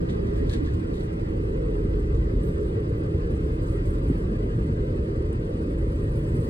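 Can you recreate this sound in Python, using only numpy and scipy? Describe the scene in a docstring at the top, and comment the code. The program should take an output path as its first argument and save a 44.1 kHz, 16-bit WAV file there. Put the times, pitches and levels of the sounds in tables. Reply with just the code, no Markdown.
"""A boat diesel idles for 6.5 s on calm water, heard on deck with a handheld two-port microphone. From an 8 ms
fade-in to the end, sine exhaust orders and hums sound over noise shaped as exhaust rumble, casing clatter and
water hiss. Slaps, bursts of noise, crowd the first second; two hollow gurgles, band-passed noise, sound among
them at 0.49 and 0.67 s. From 0.85 s the hiss gushes; drops and ringing hull thumps begin near 1.8 s, thin sine
squeaks from 2 to 3 s, late drops and a last thump near the end. Phase and balance widen all but the bass."""
import sys
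import numpy as np
from scipy import signal
from scipy.io import wavfile
from scipy.ndimage import uniform_filter1d

SR = 44100
rng = np.random.default_rng(int(sys.argv[2]) if len(sys.argv) > 2 else 0)


def file_out(sig):
    """Save sig as 16-bit WAV at sys.argv[1]."""
    # one column per channel
    cols = np.atleast_2d(sig).T
    # limit, then scale
    lim = np.clip(cols, -1, 1)
    pcm = np.round(lim * 32767).astype(np.int16)
    wavfile.write(sys.argv[1], SR, pcm)


N = 286517
T = np.arange(N) / SR


def gain_of(db):
    """Decibel law: amplitude gain of a level in dB."""
    return 10 ** (np.asarray(db) / 20)


def evened(x):
    """Normalisation: scales to rms 1."""
    return x / np.sqrt(np.mean(x ** 2) + 1e-20)


def read(points, hz, count=1):
    """Interpolation of one table column along log frequency."""
    rows = np.transpose(points)
    return np.interp(np.log(hz + 1), np.log(rows[0] + 1), rows[count])


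def curve(rows, count, t=T):
    """Interpolation of one table column along time."""
    columns = np.transpose(rows)
    return np.interp(t, columns[0], columns[count])


def drift(rate_hz):
    """Superposition: twelve sines below rate_hz make a random wander of rms 1."""
    t = T[::256]
    slow = sum(np.sin(2 * np.pi * (f * t + rng.random())) for f in rate_hz * rng.random(12))
    return np.interp(T, t, evened(slow))


def resonances_db(modes, hz):
    """Resonance: each (centre, width, height) adds a bell-shaped peak to a spectrum in dB."""
    return sum(db / (1 + (2 * (hz - f) / width) ** 2) for f, width, db in modes)


def half_sine(start, length):
    """Windowing: a half-sine swell and fade."""
    return np.sin(np.pi * np.clip((T - start) / length, 0, 1))


def tone(hz, db):
    """Phase integration: a sine of the given rms level follows a pitch curve."""
    return np.sqrt(2) * gain_of(db) * np.sin(2 * np.pi * (np.cumsum(hz) / SR + rng.random()))


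def frames(size):
    """Short-time grid: frequencies in a column, times in a row."""
    hz = np.fft.rfftfreq(size, 1 / SR)[:, None]
    t = np.arange(4 * len(T) // size + 5)[None] * size / 4 / SR
    return hz, t


# Likeness of the noise at the two ports: (frequency [Hz], likeness [0-1])
PORT_LIKENESS = [(800, 1.0), (1000, .88), (1250, .62), (1420, .95), (1950, .65), (2500, .88), (3200, .82),
                 (4300, .45), (5500, .7), (7500, .75), (7800, 1), (8900, 1), (9600, .75), (10900, .8),
                 (11150, 1), (12500, 1), (13200, .55), (13900, 1)]


def noise(field_db, patchy_db, size, count=9, unshared_patchy_db=0):
    """Partial coherence: noise of overall rms 1 follows a dB field, in random patches, at two ports."""
    hz = np.fft.rfftfreq(size, 1 / SR)
    a, b, c, d, *fields = rng.standard_normal((field_db.shape[1], len(hz), 6)).T
    smooth = []
    for field, bins in zip(fields, (count, 3)):
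        across_hz = uniform_filter1d(field, size=bins, axis=0)
        smooth.append(evened(uniform_filter1d(across_hz, size=count, axis=1)))
    patches, unshared_patches = smooth
    same = np.clip(read(PORT_LIKENESS, hz), 0, 1)[:, None]
    shared = np.sqrt(1 + same) * (a + 1j * b)
    # capped random level patches in the unshared noise
    unshared_gain = evened(gain_of(unshared_patchy_db * np.minimum(unshared_patches, .4)))
    unshared = np.sqrt(1 - same) * (c + 1j * d) * unshared_gain
    z = np.array([shared + unshared, shared - unshared]) * gain_of(field_db + patchy_db * patches)
    ports = signal.istft(z, nperseg=size, noverlap=3 * size // 4)[1]
    return evened(ports[:, :len(T)])


CYCLE_HZ = 5.42  # mean rate of the four-stroke cycle, two shaft turns
FIRING_ORDER = 8  # multiple of the cycle
# Exhaust tones: (multiple of the cycle [1], mean level [dB])
EXHAUST_ORDERS = [(6, -45), (10, -44), (11, -41), (13, -41), (14, -43.5), (16, -42.5), (18, -43.5),
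                  (19, -45.5), (21, -38.5), (24, -49), (26, -46), (27, -47), (29, -46), (32, -43.5),
                  (34, -49), (35, -50), (37, -52), (40, -51)]
# Swell of the firing tone: (time [s], level [dB])
FIRING_SWELL = [(0.0, -37), (0.22, -34), (0.45, -28.5), (0.67, -34.5), (0.92, -36), (1.05, -37),
                (1.75, -27.5), (2.35, -28), (2.95, -50), (3.02, -36.5), (3.89, -28), (5.68, -38),
                (5.92, -30), (6.5, -36)]
# Hums of gears, pumps and the generator: (mean frequency [Hz], mean level [dB], rms wander [Hz])
MACHINE_HUMS = [(29.4, -42, .1), (120, -45, .1), (240, -52, .2), (327.8, -40.5, .4), (309.8, -48, 1.4),
                (360, -48, .3), (398, -47, 5), (417, -51, 2), (944, -66, 3), (980, -64, 3), (1310, -68, 3),
                (1351, -64, 4)]


def engine():
    """Harmonic series: uneven cylinders sound multiples of the cycle, each swelling alone, beside machine hums."""
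    cycle_hz = CYCLE_HZ * (1 + 0.0023 * drift(1.0))
    orders = sum(tone(k * cycle_hz, db + 2.95 * drift(1.55)) for k, db in EXHAUST_ORDERS)
    hums = sum(tone(hz + wander * drift(3.0), db + 0.79 * drift(4.0)) for hz, db, wander in MACHINE_HUMS)
    firing = tone(FIRING_ORDER * cycle_hz, curve(FIRING_SWELL, count=1))
    return orders + hums + firing


RUMBLE_DB = -27.5  # mean level
BOOM_EVEN_DB = -30  # at this table level the boom stands even with the rest of the rumble
# Exhaust noise spectrum: (frequency [Hz], relative density [dB per Hz])
EXHAUST_SPECTRUM = [(12, -42), (25, -17), (32, -9.5), (70, 1.5), (130, -4), (165, -5.5), (200, -11),
                    (280, -4.5), (345, -11.5), (420, -4), (470, -8.5), (600, -16), (680, -22), (900, -49.5),
                    (1500, -62.5), (3000, -120)]
# Boom, mostly below 100 Hz: (time [s], level against BOOM_EVEN_DB [dB])
BOOM_SWELL = [(0, -34), (.6, -26.5), (.85, -26.5), (1.05, -34), (1.5, -28), (1.72, -36), (1.9, -24.5),
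              (2.15, -22), (2.6, -23.5), (2.85, -31), (3.3, -27.5), (3.7, -32), (4.35, -40), (4.7, -28),
              (5.0, -32), (5.3, -26), (5.5, -33), (5.7, -23.5), (5.95, -25.5), (6.25, -34), (6.5, -33)]
# Surges of the roar: (time [s], change under 250 Hz [dB], change from 250 Hz up [dB])
ROAR_SURGES = [(0, 3.5, 2), (.5, -2, 0.5), (1, 0, -1.5), (1.5, 2, 1.5), (2, -1, -0.5), (2.6, 1.5, 1.5),
               (3.2, 2.5, 0), (3.8, -1, -0.5), (4.3, 6.5, 0), (4.8, 1.5, 0), (5.4, 2, 0.5), (5.9, 0.5, 1.5),
               (6.3, 5.5, 0), (6.5, 6, 1)]


def rumble():
    """Turbulence: exhaust roars in the water and hull as broadband noise, surging unevenly."""
    hz, t = frames(size=4096)
    boom_db = (curve(BOOM_SWELL, count=1, t=t) - BOOM_EVEN_DB) / (1 + (hz / 95) ** 6)
    roar_db = np.where(hz < 250, curve(ROAR_SURGES, count=1, t=t), curve(ROAR_SURGES, count=2, t=t))
    field_db = read(EXHAUST_SPECTRUM, hz) + boom_db + roar_db
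    return noise(field_db, patchy_db=2.0, size=4096) * gain_of(RUMBLE_DB + 0.5 * drift(13.0))


CASING_PATCHY_DB, UNSHARED_PATCHY_DB = 1.6, 15  # random level patches: in all the noise, in the unshared noise
# Casing noise spectrum: (frequency [Hz], relative density [dB per Hz])
CASING_SPECTRUM = [(400, -33.5), (650, -1), (900, -3), (1150, -3.5), (1450, -6), (1650, -9), (1850, -7.5),
                   (2000, -8.5), (2250, -13.5), (3000, -13.5), (4400, -23), (6500, -31), (9000, -49),
                   (14000, -77)]
# Casing resonances: (frequency [Hz], width [Hz], height [dB])
CASING_RESONANCES = [(710, 70, 4), (755, 25, -5), (800, 110, 7), (950, 40, 5), (1040, 50, 6), (1185, 35, 5),
                     (1350, 70, 4), (1550, 90, 7.5), (1705, 70, 4.5), (1914, 120, 3), (2050, 80, 3),
                     (2140, 60, 2.5), (2400, 130, 4), (2570, 140, 3.5), (4890, 500, 7.5)]
# Clatter: (time [s], level before the throb [dB])
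CLATTER_LEVEL = [(0, -44.5), (.4, -44), (.8, -44.5), (1.5, -45.5), (2.2, -45.5), (3, -45), (3.8, -44.5),
                 (4.4, -45), (5.2, -45.5), (5.8, -45.5), (6.5, -44.5)]


def clatter():
    """Modal resonance: valves and pistons shake the casing, throbbing lightly at the shaft rate."""
    hz, t = frames(size=2048)
    field_db = read(CASING_SPECTRUM, hz) + resonances_db(CASING_RESONANCES, hz) + 0 * t
    throb_db = .7 * np.cos(4 * np.pi * CYCLE_HZ * T)  # two turns per cycle
    shaken = noise(field_db, CASING_PATCHY_DB, size=2048, count=5, unshared_patchy_db=UNSHARED_PATCHY_DB)
    return shaken * gain_of(curve(CLATTER_LEVEL, count=1) + throb_db)


BLOW_DB_PER_SQUARED_OCTAVE, BLOW_RISE_S = -17, 0.0048
# Blows to the hull: (time [s], level [dB], centre frequency [Hz])
HULL_THUMPS = [(1.849, -13, 134), (1.887, -7, 72), (3.055, -29, 200), (4.083, -9, 75), (4.0992, -8.5, 285),
               (4.111, -9, 166), (6.391, -13, 139)]
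# Hull modes: (frequency [Hz], relative level [dB], 60 dB decay time [s])
HULL_MODES = [(70, -10, 0.086), (96, 0, 0.048), (133, 7.5, 0.024), (167, 4.5, 0.026), (211, -14.5, 0.038),
              (276, 5.5, 0.046), (343, -4, 0.033)]


def thumps():
    """Modal decay: short blows ring the hull modes, favouring those near the centre of each blow."""
    out = np.zeros(len(T))
    for s, db, centre_hz in HULL_THUMPS:
        u = np.maximum(T - s, 0)
        rise = 1 - np.exp(-u / BLOW_RISE_S)
        for hz, mode_db, t60 in HULL_MODES:
            level_db = db + mode_db + BLOW_DB_PER_SQUARED_OCTAVE * np.log2(hz / centre_hz) ** 2
            out += gain_of(level_db - 60 * u / t60) * np.sin(2 * np.pi * hz * u) * rise
    return out


# Bursts of water: (time [s], level before ring [dB], centre frequency [Hz], rise [s], 60 dB decay time [s])
WATER_SLAPS = [(.085, -46, 3020, .012, 0.22), (.115, -61, 3320, 0.0089, 0.25),
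               (.26, -58.5, 4960, 0.0054, 0.18), (.355, -60, 5430, .006, 0.31), (.46, -57, 3480, .01, 0.28),
               (0.494, -40.5, 4100, 0.0024, 0.055), (0.508, -45.5, 4440, 0.0069, 0.14),
               (0.52, -39.5, 3640, 0.0089, 0.17), (.54, -50, 3600, 0.0086, 0.2),
               (.64, -50.5, 3500, 0.014, 0.28), (.672, -57, 2380, .006, 0.2), (.73, -57, 6030, .006, 0.17),
               (.925, -55, 3800, .015, 0.32), (.96, -55, 3000, 0.012, 0.3), (1.0, -58, 3440, .01, 0.28),
               (2.14, -55.5, 4200, 0.0076, 0.17)]
# Hollow that colours each slap: (frequency [Hz], width [Hz], height [dB])
SLAP_HOLLOW = [(1720, 820, 15.5), (3660, 1100, 9.5)]
# Single drops: (time [s], level [dB])
WATER_DROPS = [(1.745, -61), (1.84, -61), (5.253, -57), (5.327, -43), (5.448, -54)]
SLAP_OCTAVES = 1.03  # distance from the centre to the -6 dB point
DROP_HZ, DROP_OCTAVES, DROP_RISE_S, DROP_T60_S = 8900, 0.3, .001, .03
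CRACKLE_DB = 1.8  # scale of the droplet irregularity


def slaps():
    """Impulsive radiation: wide slaps and narrow drops of noise swell and decay exponentially."""
    hz, t = frames(size=128)
    ring_db = resonances_db(SLAP_HOLLOW, hz)
    bursts = [(s, db + ring_db, centre_hz, SLAP_OCTAVES, rise, t60)
              for s, db, centre_hz, rise, t60 in WATER_SLAPS]
    bursts += [(s, db, DROP_HZ, DROP_OCTAVES, DROP_RISE_S, DROP_T60_S) for s, db in WATER_DROPS]
    power = 1e-16
    for s, db, centre_hz, octaves, rise, t60 in bursts:
        u = np.maximum(t - s, 0)
        band_db = -6 * (np.log2((hz + 50) / centre_hz) / octaves) ** 2
        swell = (1 - np.exp(-u / rise)) ** 2
        power = power + swell * gain_of(2 * (db + band_db - 60 * u / t60))
    # droplets break each burst up
    crackle = uniform_filter1d(rng.standard_normal(t.shape), size=4) * 2
    power = power * gain_of(2 * CRACKLE_DB * crackle)
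    return noise(10 * np.log10(power), patchy_db=2.0, size=128) * np.sqrt(np.mean(power) * 3)


GURGLE_WIDTH_HZ, GURGLE_FAR_PORT_DB = 200, -17
# Hollow gurgles: (time [s], length [s], level before the swell [dB], pitch [Hz])
HOLLOW_GURGLES = [(0.49, 0.082, -46, 1710), (0.669, 0.032, -44, 1740)]


def gurgles():
    """Cavity resonance: noise through a narrow hollow swells and fades, nearer one port."""
    out = np.zeros(len(T))
    for s, length, db, pitch_hz in HOLLOW_GURGLES:
        edges_hz = [pitch_hz - GURGLE_WIDTH_HZ / 2, pitch_hz + GURGLE_WIDTH_HZ / 2]
        band = signal.butter(N=2, Wn=edges_hz, btype="band", fs=SR, output="sos")
        hollow = evened(signal.sosfilt(band, rng.standard_normal(len(T))))
        out += half_sine(s, length) * gain_of(db) * hollow
    return out * gain_of([[0], [GURGLE_FAR_PORT_DB]])


GUSH_FALL_DB_PER_S = 58
# Gushes over the steady hiss: (start [s], rise [s], hold [s], height [dB])
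WATER_GUSHES = [(0.853, 0.11, 0.06, 4), (2.414, 0.026, 0.043, 6), (2.573, 0.036, 0.066, 3),
                (3.247, .2, 0.088, 3.5), (3.609, 0.02, 0.082, 6), (3.833, 0.029, 0.043, 7),
                (3.993, .07, 0.15, 4.5), (4.452, 0.11, 0.11, 2), (5.407, 1, .05, 6),
                (6.11, 0.042, 0.044, 7), (6.222, 0.15, .2, 7.5)]


def gush_db(t):
    """Envelope: each gush rises, holds and falls linearly in dB; the highest one counts."""
    heights = []
    for s, rise, hold, db in WATER_GUSHES:
        rising = db * (t - s) / rise
        falling = db - GUSH_FALL_DB_PER_S * (t - s - rise - hold)
        heights.append(np.clip(np.minimum(rising, falling), 0, db))
    return np.max(heights, axis=0)


WATER_DB = -67  # base level of the hiss off the hull
WATER_TILT, GUSH_TILT_PER_DB = -1.1, 0.9  # tilt [dB per octave] at rest; its gain per dB of gush
# Spray spectrum before the tilt: (frequency [Hz], relative density [dB per Hz])
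SPRAY_SPECTRUM = [(1500, -16), (3000, 0), (5000, -5), (6500, -3.5), (7700, -2), (8100, 1), (9500, -3),
                  (11000, -2.5), (13000, -13.5), (15800, -14.5)]


def water():
    """Spectral tilt: spray hisses with a flickering level and brightens as it gushes."""
    hz, t = frames(size=256)
    tilt = WATER_TILT + GUSH_TILT_PER_DB * gush_db(t)
    field_db = read(SPRAY_SPECTRUM, hz) + tilt * np.log2(np.maximum(hz, 7000) / 9000)
    return noise(field_db, patchy_db=-2.5, size=256) * gain_of(WATER_DB + gush_db(T) + 1.0 * drift(40.0))


SQUEAK_HZ = 14300  # mean pitch
# Thin high squeaks: (time [s], length [s], mean level before the swell [dB])
HIGH_SQUEAKS = [(1.965, .04, -73), (2.435, .075, -68), (2.96, .04, -75)]


def squeaks():
    """Frequency modulation: soft-edged high sines tremble quickly in pitch and level."""
    out = np.zeros(len(T))
    for s, length, db in HIGH_SQUEAKS:
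        out += half_sine(s, length) * tone(SQUEAK_HZ + 150 * drift(200.0), db + 3.0 * drift(100.0))
    return out


def scene():
    """Superposition: all sources add at the two microphone ports."""
    return engine() + rumble() + clatter() + thumps() + slaps() + gurgles() + water() + squeaks()


FADE_IN_S, EDGE_HZ = .008, 15750  # opening fade; upper band limit
TURN_S = 2.74  # time constant: the turn of the microphone slows as it settles
MONO_START_HZ = 225  # bass below this is summed to the centre at first; the edge then rises with the turn
# Phase turn of the widener: (frequency [Hz], lead of the right [rad])
PHASE_LEAD = [(680, 3.1), (950, 3.25), (1300, 2.9), (1800, 3.4), (2300, 3.2), (2600, 3.6), (3600, 3.6),
              (4300, 4.9), (4900, 3.6), (6200, 2.5), (7500, 1), (7750, 0), (8900, 0), (11100, -np.pi),
              (12450, -np.pi), (13900, -2 * np.pi)]
# Width as the microphone turns; the lead columns serve below the first row of PHASE_LEAD, the balance everywhere:
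# (frequency [Hz], right lead at first [rad], finally [rad], left-right at first [dB], finally [dB])
TURNING_WIDTH = [(212, 0, 0.5, 0.5, 0.5), (273.6, 1.5, -3, 0, 0), (260, 4, 0, -10, 8.5),
                 (338, -0.5, 0.5, -9.5, -10.5), (372, -1, -1, -9, -9.5), (433, 2, 0.07, 1, 4.5),
                 (545, 2.5, 1.33, 1, -4.5), (604, 3, 2.0, -2.5, 3), (770, 4, 6, 0, 0.5)]


def record(dry):
    """Interaural difference: phase and balance part the ports; bass is centred and the band limited."""
    fade = np.sin(np.pi / 2 * np.minimum(T / FADE_IN_S, 1)) ** 2
    padded = np.pad(dry * fade, [(0, 0), (0, SR // 10)], "reflect")
    hz, t, z = signal.stft(padded, SR, nperseg=2048, boundary="even")
    hz, turn = hz[:, None], 1 - np.exp(-t / TURN_S)
    lead0, lead1, pan0, pan1 = (read(TURNING_WIDTH, hz, count=k) for k in range(1, 5))
    turning_lead = lead0 + (lead1 - lead0) * turn
    lead = np.where(hz < PHASE_LEAD[0][0], turning_lead, read(PHASE_LEAD, hz))
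    left = gain_of((pan0 + (pan1 - pan0) * turn) / 2) * np.exp(-.5j * lead)
    z = z * np.array([left, 1 / left])
    mid, side = z.mean(0), (z[0] - z[1]) / 2
    mono_hz = MONO_START_HZ * (1 + 0.57 * turn)
    side = side / (1 + (mono_hz / (hz + 1)) ** 16)
    wide = signal.istft(np.array([mid + side, mid - side]), SR, nperseg=2048)[1]
    edge = signal.firwin(511, EDGE_HZ, window=("kaiser", 9), fs=SR)
    return signal.oaconvolve(wide, edge[None], "same")[:, :N]


dry = scene()
out = record(dry)
file_out(out)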